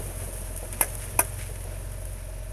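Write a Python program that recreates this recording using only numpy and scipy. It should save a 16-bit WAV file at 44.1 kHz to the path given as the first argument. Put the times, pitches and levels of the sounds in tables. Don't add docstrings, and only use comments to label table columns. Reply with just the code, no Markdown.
import sys
import numpy as np
from scipy.fft import rfft, irfft, next_fast_len
from scipy.io import wavfile
from scipy.ndimage import map_coordinates

SR = 44100
rng = np.random.default_rng(int(sys.argv[2]) if len(sys.argv) > 2 else 0)


def file_out(sig):
    cols = np.atleast_2d(sig).T
    lim = np.clip(cols, -1, 1)
    pcm = np.round(lim * 32767).astype(np.int16)
    wavfile.write(sys.argv[1], SR, pcm)


N = 111132


def amp(db):
    return 10 ** (np.asarray(db) / 20)


def unit(x):
    return x / np.sqrt(np.mean(x ** 2) + 1e-20)


def clock():
    return np.arange(N) / SR


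def curve(rows):
    return np.interp(clock(), *np.transpose(rows))


def wobble(rate):
    return map_coordinates(rng.standard_normal(4096), [clock() * rate + 2], mode="wrap")


def colour(x, points):
    m = next_fast_len(N + 8192)
    hz, db = np.transpose(points)
    log_hz = np.log(np.fft.rfftfreq(m, 1 / SR) + 1)
    gain = amp(np.interp(log_hz, np.log(hz), db))
    return unit(irfft(rfft(x, m) * gain, m)[:N])


def noise(points):
    return colour(rng.standard_normal(N), points)


def burst(start, rise, hold, t60):
    t = clock() - start
    fade = amp(-60 * np.maximum(t - rise - hold, 0) / t60)
    return np.clip(t / rise, 0, 1) * fade


# t/s, firings per second
FIRING_RATE = [(0, 46), (.2, 45.1), (.35, 44), (.6, 43.4), (.8, 44.1), (1.05, 45.2), (1.25, 45.9),
               (1.55, 45.3), (1.8, 45.4), (2.15, 45), (2.28, 44), (2.52, 44.8)]


def crank_angle():
    return np.pi * np.cumsum(curve(FIRING_RATE)) / SR


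def stroke():
    peak_at = 0.45
    return np.cos(crank_angle() - 2 * np.pi * peak_at)


# f/multiple of the crankshaft rate, base level/dB, wavering level/dB
EXHAUST_TONES = [(2, -37.3, .9), (2.5, -53, 1.5), (3, -68, 5), (4, -41, .4), (5, -48, 2.5), (6, -60.5, 4.5),
                 (7, -66, 5), (9, -65, 1)]
# t/s, added level/dB
OVERTONE_LEVEL = [(0, -0.5), (.22, 1), (.45, -1.5), (1.0, -2.5), (1.12, 2.5), (1.5, 0.4), (2.05, -0.5),
                  (2.4, -3)]
SHAFT_JITTER = 0.014


def exhaust():
    crank = crank_angle()
    throb = np.zeros(N)
    for multiple, db, waver_db in EXHAUST_TONES:
        level = db + waver_db * wobble(9.19)
        if multiple > 2:
            level = level + curve(OVERTONE_LEVEL)
        angle = crank + SHAFT_JITTER * wobble(26.85)
        throb += amp(level) * np.sin(multiple * angle)
    return np.sqrt(2) * throb


# f/Hz, relative level/dB per Hz
RUMBLE_SPECTRUM = [(5, -3), (30, -7), (55, -1.5), (90, 0.5), (135, 1.5), (175, -10), (215, -5), (280, -10),
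                   (370, -7.5), (450, -10), (540, -6), (660, -10), (740, -20), (1100, -26.5), (2500, -53)]
# t/s, level/dB
RUMBLE_LEVEL = [(0, -41.5), (.5, -43.5), (1.1, -44), (1.33, -47.5), (1.6, -44.5), (1.95, -46.5),
                (2.52, -49.5)]


def rumble():
    level = curve(RUMBLE_LEVEL) + 1.6 * wobble(35.45)
    return amp(level) * noise(RUMBLE_SPECTRUM)


# f/Hz, relative level/dB per Hz
CHUG_SPECTRUM = [(350, -36), (520, -5), (600, 3.5), (640, -2), (680, -6), (740, -29.5)]
CHUG_DB, CHUG_SWING_DB, CHUG_SCATTER_DB = -61.5, 7, 2.5


def chug():
    level = CHUG_DB + CHUG_SWING_DB * stroke() + CHUG_SCATTER_DB * wobble(22.26)
    return amp(level) * noise(CHUG_SPECTRUM)


# f/Hz, relative level/dB per Hz
CLATTER_SPECTRUM = [(300, -7.5), (780, 1), (900, 3.5), (1100, -1.5), (1700, -0.5), (1900, -3), (2450, -1),
                    (3100, -7), (4300, -11), (5800, -7.5), (8000, -18.5), (14300, -31), (14800, -60)]
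# t/s, level/dB
CLATTER_CURVE = [(0, -49), (.25, -49.5), (.45, -50), (1.0, -48), (1.5, -50.5), (1.8, -51.5), (2.52, -53.5)]


def clatter():
    level = curve(CLATTER_CURVE) + 0.5 * wobble(20)
    pulse = 1 + 0.12 * np.sin(2 * crank_angle())
    return amp(level) * pulse * noise(CLATTER_SPECTRUM)


def harvester():
    return exhaust() + rumble() + chug() + clatter()


# f/Hz, level/dB
WHINE_TONES = [(620, -55.5), (643, -59.5), (1750, -68)]
WHINE_DRIFT_HZ, WHINE_PULSE = 2.41, 0.67


def conveyor():
    drift = WHINE_DRIFT_HZ * wobble(21.86)
    whine = np.zeros(N)
    for hz, db in WHINE_TONES:
        turns = np.cumsum(hz + drift) / SR + rng.random()
        whine += np.sqrt(2) * amp(db) * np.sin(2 * np.pi * turns)
    swell = 1 + WHINE_PULSE * stroke()
    return amp(1.6 * wobble(14.13)) * swell * whine


def ring(modes, start, rise, scatter):
    t = clock() - start
    out = np.zeros(N)
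    for hz, db, t60 in modes:
        turns = hz * t + scatter * rng.random()
        out += amp(db) * burst(start, rise, 0, t60) * np.sin(2 * np.pi * turns)
    return out


# f/Hz, relative level/dB per Hz
RATTLE_SPECTRUM = [(150, -14), (350, -5), (650, 2), (950, -11), (1600, -3.5), (2400, -6), (3300, -15),
                   (4300, -30), (5900, -8), (7500, -14), (8800, -4), (11000, -4), (13500, -15),
                   (14800, -24)]
RATTLE_DB, RATTLE_T60, RATTLE_ROUGH_DB = -28, 0.16, 5.5


def rattle(start, rise, hold):
    rough = rng.standard_normal(N) * amp(RATTLE_ROUGH_DB * wobble(450))
    slats = colour(rough, RATTLE_SPECTRUM)
    return amp(RATTLE_DB) * burst(start, rise, hold, RATTLE_T60) * slats


# t/s, crack level/dB, ring level/dB, rise t/s, hold t/s,
# rebound delay t/s, rebound crack level/dB relative to the first crack
LANDINGS = [(0.8107, -13.5, -25.5, 0.00028, 0.002, 0.011, -11.5),
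            (1.1897, -12, -25, 0.0024, 0.0033, 0.0093, -12)]
# f/Hz, relative level/dB, time to fade by 60 dB t/s
FIRST_CRATE = [(406, -15.5, 0.12), (552, -8, 0.075), (625, -12, 0.19), (890, -8, .1), (950, 11.5, .018),
               (1245, -10.5, 0.086), (1554, -6.5, 0.071), (1687, -8.5, 0.11), (2073, 0, 0.057),
               (2384, -3.5, 0.047), (3000, -9, .04), (6340, -18, .06), (8600, -3, 0.027), (9700, -5, .06),
               (11400, -4, .083), (12200, -1, 0.057)]
SECOND_CRATE = [(347, -15, .15), (395, -9, 0.19), (656, 1.5, 0.15), (929, -3.5, 0.12), (961, 8.5, 0.046),
                (1218, -2.5, 0.073), (1445, -7, 0.091), (1582, -1, 0.11), (1710, -7, .05),
                (2086, -4, 0.054), (2493, 3, .03), (2570, -9, 0.052), (6160, 0, .025), (8750, -4, .06),
                (10086, 1, 0.083), (10550, -8, .06), (11300, -12, .09)]
# f/Hz, relative level/dB per Hz
CRACK_SPECTRUM = [(150, -17), (400, -7.5), (900, -10), (1400, -17), (2400, -8), (3300, -21.5), (4300, -26),
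                  (5800, -11.5), (6500, -18), (7500, -24), (8750, -1), (10200, -4), (10900, 7),
                  (11400, 1.5), (12200, -2), (13300, -19), (14500, -16), (15000, -31)]
CRACK_T60, REBOUND_T60, REBOUND_HOLD_S = 0.026, 0.031, 0.0083
REBOUND_RING_DB, SETTLE_S, SETTLE_DB = -6, 0.031, -17


def knocks():
    out = np.zeros(N)
    for landing, modes in zip(LANDINGS, (FIRST_CRATE, SECOND_CRATE)):
        start, crack_db, ring_db, rise, hold, delay, rebound_db = landing
        blow = burst(start, rise, hold, CRACK_T60)
        rebound = amp(rebound_db) * burst(start + delay, rise, REBOUND_HOLD_S, REBOUND_T60)
        out += amp(crack_db) * np.hypot(blow, rebound) * noise(CRACK_SPECTRUM)
        out += rattle(start, rise, hold)

        lasting = [mode for mode in modes if mode[2] > CRACK_T60 * 2]
        rebound_ring = amp(REBOUND_RING_DB) * ring(lasting, start + delay, rise, 0.98)
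        settling_ring = amp(SETTLE_DB) * ring(lasting, start + SETTLE_S, rise, 0.95)
        first_ring = ring(modes, start, rise, 0)
        out += amp(ring_db) * (first_ring + rebound_ring + settling_ring)
    return out


# f/Hz, relative level/dB per Hz
WOOD_SPECTRUM = [(200, -26), (600, -9), (1000, -10), (1600, 5), (2400, 5), (3300, -2), (4500, -8),
                 (6200, -2.5), (7500, -7), (10000, 4), (14000, -33)]
# start t/s, length t/s, level/dB at the middle of the swell
SCRAPE_EVENTS = [(0.18, 0.085, -49.5), (0.722, 0.034, -44), (0.99, 0.078, -43.5), (1.374, 0.077, -41.5),
                 (1.439, 0.061, -48.5)]


def scrapes(grain_db=3.5):
    shape = np.zeros(N)
    for start, length, db in SCRAPE_EVENTS:
        progress = np.clip((clock() - start) / length, 0, 1)
        shape += amp(db) * np.sin(np.pi * progress)
    grains = rng.standard_normal(N) * amp(grain_db * wobble(700))
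    return shape * colour(grains, WOOD_SPECTRUM)


# f/Hz, relative level/dB per Hz
DRY_SPECTRUM = [(1000, -19), (3000, -17.5), (4300, -25.5), (5800, -14.5), (6600, -9.5), (7600, -16.5),
                (8700, -0.5), (9400, -3.5), (10700, 3.5), (11500, -1), (13000, -13), (14450, -18),
                (14750, -50)]
# t/s, level/dB, time to fade by 60 dB t/s
TICK_EVENTS = [(0.563, -28.5, 0.022), (0.575, -27, .025), (0.727, -30, 0.037), (0.8073, -33, 0.016),
               (0.9525, -25, 0.013), (1.0405, -38, .03), (1.2475, -33.5, 0.037), (1.6405, -33, 0.022),
               (1.919, -38.5, 0.021), (2.0534, -33.5, 0.019), (2.132, -39.5, .03)]


def ticks():
    shape = sum(amp(db) * burst(start, 0.0003, 0, t60) for start, db, t60 in TICK_EVENTS)
    return shape * noise(DRY_SPECTRUM)


# t/s, level/dB, time to fade by 60 dB t/s
CLICK_EVENTS = [(0.7277, -40, .025), (1.3596, -53, .025), (1.3916, -49, 0.018), (1.4115, -39, 0.022),
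                (1.5564, -40.5, 0.045), (1.6065, -44, .025), (1.7513, -47, .025)]


def clicks():
    shape = sum(amp(db) * burst(start, 0.0005, 0, t60) for start, db, t60 in CLICK_EVENTS)
    return shape * noise(WOOD_SPECTRUM)


# t/s, level/dB
BUMP_EVENTS = [(.0, -36.5), (0.034, -41), (.108, -37), (.23, -37.5), (0.272, -37.5), (0.332, -42),
               (0.627, -38), (.853, -43), (.94, -39), (1.492, -37.5), (1.649, -41), (1.722, -42.5)]
# f/Hz, relative level/dB per Hz
BUMP_SPECTRUM = [(100, -47), (250, -18), (400, 4.5), (650, 5), (1000, -12.5), (3000, -32)]
BUMP_T60 = 0.087


def bumps():
    shape = sum(amp(db) * burst(start, 0.0027, 0, BUMP_T60) for start, db in BUMP_EVENTS)
    return shape * noise(BUMP_SPECTRUM)


def handling():
    return scrapes() + ticks() + clicks() + bumps()


# t/s, level/dB
RUSTLE_LEVEL = [(0, -39.5), (.13, -45), (.21, -41), (.3, -43), (.37, -41.5), (.45, -43.5), (.75, -45),
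                (.87, -42.5), (1.05, -40), (1.15, -46), (1.25, -43.5), (1.6, -47.5), (2.15, -50),
                (2.52, -52.5)]


def rustle(grain_db=1.5, flutter_db=1.45):
    grains = rng.standard_normal(N) * amp(grain_db * wobble(1400))
    level = curve(RUSTLE_LEVEL) + flutter_db * wobble(60)
    return amp(level) * colour(grains, DRY_SPECTRUM)


def scene():
    return (harvester() + conveyor() + rustle() + knocks() + handling())[None]


TOP_HZ = 15000


def record(dry):
    m = next_fast_len(N + 8192)
    rounded = dry / (1 + (dry / 0.75) ** 6) ** (1 / 6)
    gain = 1 / (1 + (np.fft.rfftfreq(m, 1 / SR) / TOP_HZ) ** 120)
    return irfft(rfft(rounded, m) * gain, m)[:, :N]


dry = scene()
out = record(dry)
file_out(out)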